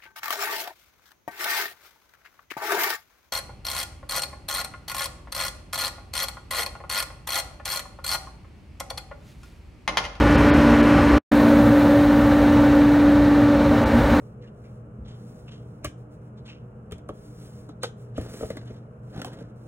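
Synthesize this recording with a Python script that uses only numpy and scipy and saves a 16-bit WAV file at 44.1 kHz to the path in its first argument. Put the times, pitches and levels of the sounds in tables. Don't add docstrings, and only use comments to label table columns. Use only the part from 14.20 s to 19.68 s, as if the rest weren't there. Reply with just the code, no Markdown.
import sys
import numpy as np
from scipy import signal
from scipy.fft import rfft, irfft
from scipy.io import wavfile

SR = 44100
rng = np.random.default_rng(int(sys.argv[2]) if len(sys.argv) > 2 else 0)


def waveform_to_disk(signal):
    frames = np.transpose(np.atleast_2d(signal))
    scaled = np.clip(frames, -1, 1) * 32767
    samples = np.round(scaled).astype(np.int16)
    wavfile.write(sys.argv[1], SR, samples)


N = 241528
TIME_S = np.arange(N) / SR
FREQ_HZ = np.maximum(np.arange(N // 2 + 1) * SR / N, 1)

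# start_s, ring_db, crack_db, thud_db, modes_up_to_hz, ring_length_ratio, pitch_ratio
CAP_CLICKS = [(1.6453, -21, -29, -38, 6000, 1.25, 1.0), (1.6525, -29, -39, -40, 900, 1.0, 1.1),
              (2.711, -33, -54, -43, 3500, 0.2, 1.0), (2.7205, -27, -42, -39, 4000, 0.22, 1.1),
              (2.782, -39, -58, -44, 1700, .3, 1.0), (2.8887, -35, -51, -64, 5000, 0.2, 1.3),
              (2.8905, -20.5, -72, -48, 1400, 0.28, 1.0), (2.8945, -23.5, -66, -47, 626, .7, 1.1),
              (2.901, -25, -70, -50, 800, .5, 1.0)]
JAR_KNOCKS = [(3.490, -29, -59, -47, 1390, 0.48, 0.87), (3.6322, -16.5, -33, -56, 7050, 0.84, 1.0),
              (3.6362, -13.5, -44, -55, 600, 0.7, 1.0), (3.64, -20.5, -55, -58, 1690, 1.0, 1.01),
              (4.301, -32, -53.5, -55, 3200, 1, 1.35), (4.369, -30, -50, -58, 2570, 0.79, 1.33)]
CLINKS = [(4.963, -29.5, -59, -52, 2600, .55, 1.05), (4.977, -30, -56, -62, 5000, 0.55, 0.95),
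          (4.997, -32, -62, -55, 1200, .8, 1.0), (5.0168, -22.5, -40, -58, 6100, .45, 1.95),
          (5.0462, -22, -42, -54, 5000, 0.9, 1.05), (5.056, -36, -50, -58, 4500, .6, 1.19),
          (5.065, -35, -53, -60, 4000, 0.6, 1.0), (5.081, -31.5, -61, -52, 1500, 0.55, 1.34),
          (5.133, -43, -56, -51, 5000, .5, 1.8), (5.154, -47, -72, -55, 2500, .6, 1.8),
          (5.188, -36.5, -60, -56, 5000, 0.24, 1.28)]
BUMPS = [(3.974, -42, -52.5, -37, 1800, 0.36, 1.1), (3.980, -21.5, -54, -34, 1500, 0.69, 0.98),
         (4.012, -33, -51, -50, 1900, 0.5, 1.1), (4.044, -44, -68, -47, 1200, 0.77, 0.72),
         (4.060, -35, -64, -43, 1200, 0.9, 0.95), (4.138, -35, -47.5, -57, 1800, 0.81, 0.93),
         (4.2081, -27, -65, -53, 1770, 1, 1.04), (4.227, -24, -69, -44, 1100, 0.4, 0.95),
         (4.232, -26.5, -65, -37, 1760, 1, 1.006), (4.244, -35.5, -67, -38, 1500, 0.92, 1.22),
         (4.303, -26, -47, -38.5, 1300, 0.8, 1.01), (4.503, -30, -71, -36, 900, 0.41, 0.84),
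         (5.213, -35.5, -78, -58, 804, 0.61, 0.89)]
# start_s, peak_db, pitch_hz, swell_s
THUMPS = [(1.657, -35.5, 75, 0.012), (2.7204, -38, 417, 0.0022), (2.723, -36, 88, .009),
          (2.893, -33.5, 517, 0.0042), (3.491, -35.5, 298, 0.0046), (3.980, -21.5, 289, 0.0041),
          (3.99, -25, 82, 0.0051), (4.011, -39, 227, 0.0029), (4.243, -35, 80, 0.0043),
          (4.308, -30, 206, 0.0032), (4.368, -30, 283, 0.003), (4.964, -31, 215, 0.002),
          (4.9805, -25.5, 175, 0.0025), (5.012, -35, 222, 0.0055), (5.048, -39.5, 252, 0.0089),
          (5.211, -32.5, 314, 0.0019)]

# mode_hz, level_db, t60_s
CAP_MODES = [(303, -4, .1), (410, -5, .04), (592, -4, .07), (690, -8, .035), (1058, -3, .06),
             (1160, 5, .05), (1330, -3, .025), (1614, -4, .05), (1830, -5, .022), (2234, -7, .04),
             (2358, -5, .05), (2810, -13, .04), (3031, -16, .03), (3330, -13, .02)]
JAR_MODES = [(458, 1, .08), (527, 0, .07), (760, -7, .035), (857, -1, .06), (1061, -4, .05),
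             (1255, 2, .055), (1400, 1, .03), (1520, 1, .05), (1850, -3, .02), (2500, -6, .016),
             (3122, -7, .012), (3600, -9, .012), (4162, -8, .018)]
NEIGHBOUR_MODES = [(700, 1, .07), (775, 0, .045), (890, -3, .035), (1020, -1, .04), (1300, -4, .025),
                   (1550, -6, .025), (2550, -11, .02), (2950, -10, .025), (3300, -14, .02), (4300, -7, .02)]
COUNTER_MODES = [(235, -12, .08), (305, -7, .07), (440, -1, .05), (520, 3, .055), (635, -4, .04),
                 (880, -12, .025), (1250, -12, .025), (1900, -13, .025)]

# freq_hz, level_db_per_hz
CRACK_SPECTRUM = [(800, -8), (2500, 1), (6500, 0), (9800, -1), (15500, -8)]
CLACK_SPECTRUM = [(150, 4.5), (350, 15.5), (600, 14), (1300, 0.5), (2000, -21.5), (3200, 9.5), (6000, -26)]
THUD_SPECTRUM = [(30, -14), (70, 1), (110, 1), (250, -5), (450, -18), (1000, -40)]
SPICE_SPECTRUM = [(400, -8), (1500, 0), (6500, -2), (15000, -12)]
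SKIN_SPECTRUM = [(400, -4), (1200, 2), (2300, 0), (6000, 1), (9500, -1.5), (15500, -5)]
SCRAPE_SPECTRUM = [(80, -8), (180, 10.5), (320, 7), (500, 0.5), (700, -1.5), (1000, -12.5), (1600, -5),
                   (2200, -16), (4000, -15)]
RUMBLE_SPECTRUM = [(35, -17), (65, 2), (100, -19.5), (200, -8.5), (400, -32)]
AIR_SPECTRUM = [(20, -23), (40, -6), (65, 1.5), (95, -1.5), (140, 3.5), (200, -7), (270, -17), (360, -8.5),
                (490, -8), (680, -14.5), (950, -21), (1350, -19), (2000, -37), (2900, -39), (6000, -114),
                (15000, -65)]

# start_s, hollow_db, hiss_db, settle_s, hollow_hz
SHAKES = [(0.221, -63.5, -74, .006, 2780), (0.238, -62.5, -71, 0.023, 1770),
          (0.277, -64.5, -84, 0.011, 2850), (0.445, -64.5, -71, 0.032, 2250),
          (0.855, -60.5, -83, .008, 3600), (0.88, -63, -60.5, 0.063, 3200), (1.283, -52, -88, 0.0093, 2760),
          (1.316, -58.5, -61, 0.048, 3180), (2.177, -66.5, -69, 0.017, 3740),
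          (2.261, -58, -57.5, 0.012, 3400), (2.285, -48, -73, 0.038, 2700), (3.966, -52, -64, 0.014, 3100),
          (4.474, -58.5, -69, .02, 3150)]
# start_s, length_s, level_db
STROKES = [(-.06, 0.19, -70), (0.345, 0.26, -71.5), (0.95, 0.32, -64.5), (1.31, 0.35, -73),
           (1.772, 0.053, -70), (1.91, 0.061, -70), (2.008, 0.1, -74.5), (2.936, 0.31, -62.5),
           (3.176, 0.14, -58), (3.305, 0.14, -61.5), (3.773, 0.079, -65), (3.978, 0.12, -57),
           (4.087, 0.2, -49.5), (4.45, 0.1, -73), (4.834, 0.26, -68.5), (5.362, 0.42, -67.5)]
# start_s, length_s, level_db
PUSHES = [(3.998, 0.56, -42), (4.958, 0.25, -41.5)]
# time_s, level_db
HANDLING_LEVEL = [(.74, -65), (.79, -41.5), (.83, -40.5), (.9, -52), (1.1, -70)]
# line_hz, level_db_rms, waver_db
HUM_LINES = [(120.1, -46, 2.8), (173, -57.5, 4), (210.3, -54.5, 3), (230, -59, 3), (297, -61, 4.5),
             (418, -62, 2.5), (483.4, -61, 4), (626, -67, 2)]
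# freq_hz, t60_s
ROOM_DECAY = [(150, 0.23), (600, 0.24), (3000, 0.25), (8000, 0.25), (16000, 0.022)]

MODE_SPREAD_DB, SCATTER_DECAY_S = 2, 0.021
SPICE_RISE_S, SPICE_HOLD_S = 0.0052, 0.0086
CAP_HISS_DB, KNOCK_HISS_DB = -6, 2
BUMP_HISS_DB = -29.5
HISS_FALL_S = 0.015
UPRIGHT_HZ, TIPPED_HZ = 3840, 2340
WALL_CUT_HZ = 7000
WALL_DB, WALL_HZ = -9, 1400
STROKE_ATTACK_S, STROKE_RELEASE_S = 0.007, 0.059
STROKE_ARCH_DB = 5.5
SLIPS_PER_S, SLIP_SPREAD_DB = 7000, 2.2
GRIP_DB = -80.5
PUSH_ATTACK_S, PUSH_RELEASE_S, PUSH_SAG_DB_PER_S = 0.037, 0.056, 14.5
GRIT_DB, GRIT_PER_S, GRIT_SPREAD_DB, GRIT_CLUMP_DB = -25, 1300, 3, 3.5
JUDDER_DB, JUDDERS_PER_S = -6, 130
RATTLE_START_S, RATTLE_LENGTH_S, RATTLE_RISE_S, RATTLE_FALL_S = 4.965, 0.12, 0.0036, 0.027
RATTLE_DB, RATTLES_PER_S = -50, 160
AIR_DB = -47
PORT_LAG_SAMPLES, PORT_SPACING_M = 5, 0.19
TAIL_CUT_HZ = 6100
RECORD_CUT_HZ = 15900


def from_db(db):
    return 10 ** (np.asarray(db) / 20)


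def rms_one(x):
    return x / np.sqrt(np.mean(x ** 2) + 1e-20)


def level(rows):
    return from_db(np.interp(TIME_S, *np.transpose(rows)))


def at_hz(points, hz):
    freq_hz, value = np.transpose(points)
    return np.interp(np.log(hz), np.log(freq_hz), value)


def colour(x, spectrum):
    low_skirt = np.minimum(1, FREQ_HZ / spectrum[0][0]) ** 2
    high_skirt = np.minimum(1, spectrum[-1][0] / FREQ_HZ) ** 2
    gain = from_db(at_hz(spectrum, FREQ_HZ)) * low_skirt * high_skirt
    return rms_one(irfft(rfft(x) * gain, N))


def lowpass(x, cut_hz, order=2):
    return signal.lfilter(*signal.butter(order, cut_hz, fs=SR), x)


def white():
    return rng.standard_normal(N)


def drift(rate_hz):
    return rms_one(irfft(rfft(white()) / (1 + (FREQ_HZ / rate_hz) ** 4), N))


def grains(per_s, spread_db):
    hits = rng.random(N) < per_s / SR
    size_db = spread_db * np.minimum(rng.exponential(1, N), 4)
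    return hits * rng.choice([-1, 1], N) * from_db(size_db)


def diffuse():
    alike = np.sinc(2 * FREQ_HZ * PORT_SPACING_M / 343)
    mid = irfft(rfft(white()) * np.sqrt(1 + alike), N)
    side = irfft(rfft(white()) * np.sqrt(1 - alike), N)
    return np.array([mid + side, mid - side]) / np.sqrt(2)


def delay(x, lag_s):
    return np.interp(TIME_S - lag_s, TIME_S, x, left=0)


def gesture(start_s, length_s, attack_s, release_s):
    swell = (TIME_S - start_s) / attack_s
    fall = (start_s + length_s - TIME_S) / release_s
    return np.exp(np.minimum(0, np.minimum(swell, fall)))


def bursts(starts_s, levels_db, decay_s, rise_s=0.0001):
    out = np.zeros(N)
    for start_s, db in zip(starts_s, levels_db):
        age_s = np.maximum(TIME_S - start_s, 0)
        out += from_db(db) * (1 - np.exp(-age_s / rise_s)) * np.exp(-age_s / decay_s)
    return out


def ring(clicks, hz, t60_s):
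    radius, angle = from_db(-60 / (t60_s * SR)), 2 * np.pi * hz / SR
    feedback = [1, -2 * radius * np.cos(angle), radius * radius]
    return signal.lfilter([0, np.sin(angle)], feedback, clicks + 1e-18)


def strike(rows, modes, ring_db, crack_db, clack_db, thud_db,
           contact_s, seat_lag_s, clack_decay_s, thud_decay_s, scatter_db=-21):
    start_s, body_db, crack, thud, bright_hz, length, pitch = np.transpose(rows)
    seated_s, out = start_s + seat_lag_s, np.zeros(N)
    hz, mode_db, t60_s = np.transpose(modes)[:, :, None]
    t, signs = TIME_S[:SR // 4], (-1) ** np.arange(len(modes))
    wall = colour(white(), CLACK_SPECTRUM)
    for k, first in enumerate(np.round(seated_s * SR).astype(int)):
        reach = 1 / np.sqrt(1 + (hz * pitch[k] / bright_hz[k]) ** 8)
        uneven_db = MODE_SPREAD_DB * rng.standard_normal(hz.shape)
        heights = reach * from_db(mode_db + ring_db + uneven_db)
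        decays = from_db(-60 * t / (t60_s * length[k]))
        rings = signs @ (heights * decays * np.sin(2 * np.pi * hz * pitch[k] * t))
        clack = np.roll(wall, -first)[:len(t)] * from_db(clack_db) * np.exp(-t / clack_decay_s)
        clack = lowpass(clack, bright_hz[k])
        out[first:first + len(t)] += from_db(body_db[k]) * (rings + clack)[:N - first]
    direct = bursts(start_s, crack + crack_db, contact_s)
    scattered = bursts(start_s, crack + crack_db + scatter_db, SCATTER_DECAY_S)
    out += colour(white(), CRACK_SPECTRUM) * (direct + scattered)
    heavy = bursts(seated_s, thud + thud_db, thud_decay_s, rise_s=0.011)
    return out + colour(white(), THUD_SPECTRUM) * heavy


def thumps():
    out = np.zeros(N)
    for start_s, peak_db, hz, swell_s in THUMPS:
        age_s = np.maximum(TIME_S - start_s, 0)
        envelope = age_s / swell_s * np.exp(1 - age_s / swell_s)
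        out += from_db(peak_db) * envelope * np.sin(2 * np.pi * hz * age_s)
    return out


def blows():
    cap = strike(CAP_CLICKS, CAP_MODES, ring_db=-9.5, crack_db=4.0, clack_db=-10.5, thud_db=5.5,
                 contact_s=0.0018, seat_lag_s=0.0011, clack_decay_s=0.007, thud_decay_s=0.015)
    jar = strike(JAR_KNOCKS, JAR_MODES, ring_db=-12.5, crack_db=7.0, clack_db=-13.5, thud_db=-8,
                 contact_s=0.0021, seat_lag_s=0.00108, clack_decay_s=0.0062, thud_decay_s=0.0069)
    clinks = strike(CLINKS, NEIGHBOUR_MODES, ring_db=-11.0, crack_db=6, clack_db=-14.0, thud_db=-10,
                    contact_s=0.0022, seat_lag_s=0, clack_decay_s=0.0076, thud_decay_s=0.0089)
    bumps = strike(BUMPS, COUNTER_MODES, ring_db=0.5, crack_db=5, clack_db=-11.5, thud_db=6.5,
                   contact_s=0.0038, seat_lag_s=0, clack_decay_s=0.0099, thud_decay_s=0.014)
    return cap + jar + clinks + bumps + thumps()


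def hollow(rush, hz, q, open_db):
    resonant = rms_one(signal.lfilter(*signal.iirpeak(hz, q, fs=SR), rush))
    return rms_one(resonant + from_db(open_db) * rush)


def hiss_swells(swells):
    envelopes = [from_db(db) * gesture(time_s + SPICE_RISE_S, 0, SPICE_RISE_S, HISS_FALL_S)
                 for time_s, db in swells]
    return np.max(envelopes, axis=0)


def spice(rush_db=-22, wall_q=1.1, swell_rush_db=-1, hollow_q=6):
    rush = colour(grains(per_s=4500, spread_db=3), SPICE_SPECTRUM)
    rush = rms_one(lowpass(rush, WALL_CUT_HZ))
    cap_swells = [(s, crack_db + CAP_HISS_DB) for s, _, crack_db, *_ in CAP_CLICKS]
    bump_swells = [(s, body_db + BUMP_HISS_DB) for s, body_db, *_ in BUMPS]
    knock_swells = [(s, crack_db + KNOCK_HISS_DB) for s, _, crack_db, *_ in JAR_KNOCKS]
    tipped = hollow(rush, TIPPED_HZ, hollow_q, swell_rush_db)
    upright = hollow(rush, UPRIGHT_HZ, hollow_q, swell_rush_db)
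    out = hiss_swells(cap_swells + bump_swells) * tipped + hiss_swells(knock_swells) * upright
    wall = from_db(WALL_DB) * hollow(rush, WALL_HZ, wall_q, rush_db)
    for start_s, hollow_db, hiss_db, settle_s, hz in SHAKES:
        body = hollow(rush, hz, hollow_q, rush_db) + wall
        landing = from_db(hollow_db) * body + from_db(hiss_db) * rush
        out += gesture(start_s, SPICE_HOLD_S, SPICE_RISE_S, settle_s) * landing
    return out


def judder(modes, per_s):
    slips = grains(per_s, spread_db=1.5)
    return rms_one(sum(ring(slips * from_db(db + 2.1 * drift(27)), hz, t60_s)
                       for hz, db, t60_s in modes))


def skin():
    hand = from_db(GRIP_DB)
    for start_s, length_s, db in STROKES:
        off_middle = np.clip(2 * (TIME_S - start_s) / length_s - 1, -1, 1)
        arch = from_db(db - STROKE_ARCH_DB * off_middle ** 2)
        stroke = arch * gesture(start_s, length_s, STROKE_ATTACK_S, STROKE_RELEASE_S)
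        hand = np.maximum(hand, stroke)
    slips = colour(grains(SLIPS_PER_S, SLIP_SPREAD_DB), SKIN_SPECTRUM)
    return hand * from_db(0.75 * drift(36)) * slips


def pushed_jar():
    push = 0
    for start_s, length_s, db in PUSHES:
        sag_db = PUSH_SAG_DB_PER_S * np.clip(TIME_S - start_s, 0, length_s)
        envelope = gesture(start_s, length_s, PUSH_ATTACK_S, PUSH_RELEASE_S)
        push = push + from_db(db - sag_db) * envelope
    scrape = colour(grains(per_s=2500, spread_db=0.0), SCRAPE_SPECTRUM)
    scrape = from_db(-4.0 + 3.14 * drift(38)) * scrape
    grit = colour(grains(GRIT_PER_S, GRIT_SPREAD_DB), SPICE_SPECTRUM)
    grit = from_db(GRIT_DB + GRIT_CLUMP_DB * drift(40)) * grit
    catches = from_db(JUDDER_DB) * judder(COUNTER_MODES, JUDDERS_PER_S)
    return push * (scrape + grit + catches)


def rattle():
    envelope = gesture(RATTLE_START_S, RATTLE_LENGTH_S, RATTLE_RISE_S, RATTLE_FALL_S)
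    return from_db(RATTLE_DB) * envelope * judder(NEIGHBOUR_MODES, RATTLES_PER_S)


def kitchen(x, room_db, near_db, near_decay_s):
    t, noise, tail = TIME_S[:SR // 2], diffuse()[:, :SR // 2], 0
    edges_hz = np.geomspace(70, 18000, 9)
    for low, high in zip(edges_hz, edges_hz[1:]):
        band_filter = signal.butter(2, [low, high], "band", fs=SR, output="sos")
        band = signal.sosfilt(band_filter, noise)
        tail = tail + band * from_db(-60 * t / at_hz(ROOM_DECAY, np.sqrt(low * high)))
    tail = lowpass(rms_one(tail), TAIL_CUT_HZ)
    near = lowpass(diffuse()[:, :len(t)], 5000, order=1) * np.exp(-t / near_decay_s)
    echoes = (from_db(room_db) * tail + from_db(near_db) * rms_one(near)) / np.sqrt(len(t))
    direct = np.array([delay(x, PORT_LAG_SAMPLES / SR), x])
    return direct + signal.fftconvolve(x[None], echoes, axes=1)[:, :N]


def microphone_rumble():
    return level(HANDLING_LEVEL) * colour(white(), RUMBLE_SPECTRUM)


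def refrigerator():
    lines = np.zeros(N)
    for hz, db, waver_db in HUM_LINES:
        gain = from_db(db + waver_db * drift(8.2)) * np.sqrt(2)
        phase = 2 * np.pi * (hz * TIME_S + rng.random()) + 0.14 * waver_db * drift(18.0)
        lines += gain * np.sin(phase)
    return lines + from_db(AIR_DB) * colour(diffuse(), AIR_SPECTRUM)


def scene():
    knocks = kitchen(blows(), room_db=-11, near_db=-16, near_decay_s=0.004)
    friction = spice() + skin() + pushed_jar() + rattle()
    friction = kitchen(friction, room_db=-17.0, near_db=-52.5, near_decay_s=0.00034)
    return knocks + friction + microphone_rumble() + refrigerator()


def record(dry):
    return signal.sosfilt(signal.ellip(10, 0.3, 80, RECORD_CUT_HZ, fs=SR, output="sos"), dry)


dry = scene()
out = record(dry)
waveform_to_disk(out)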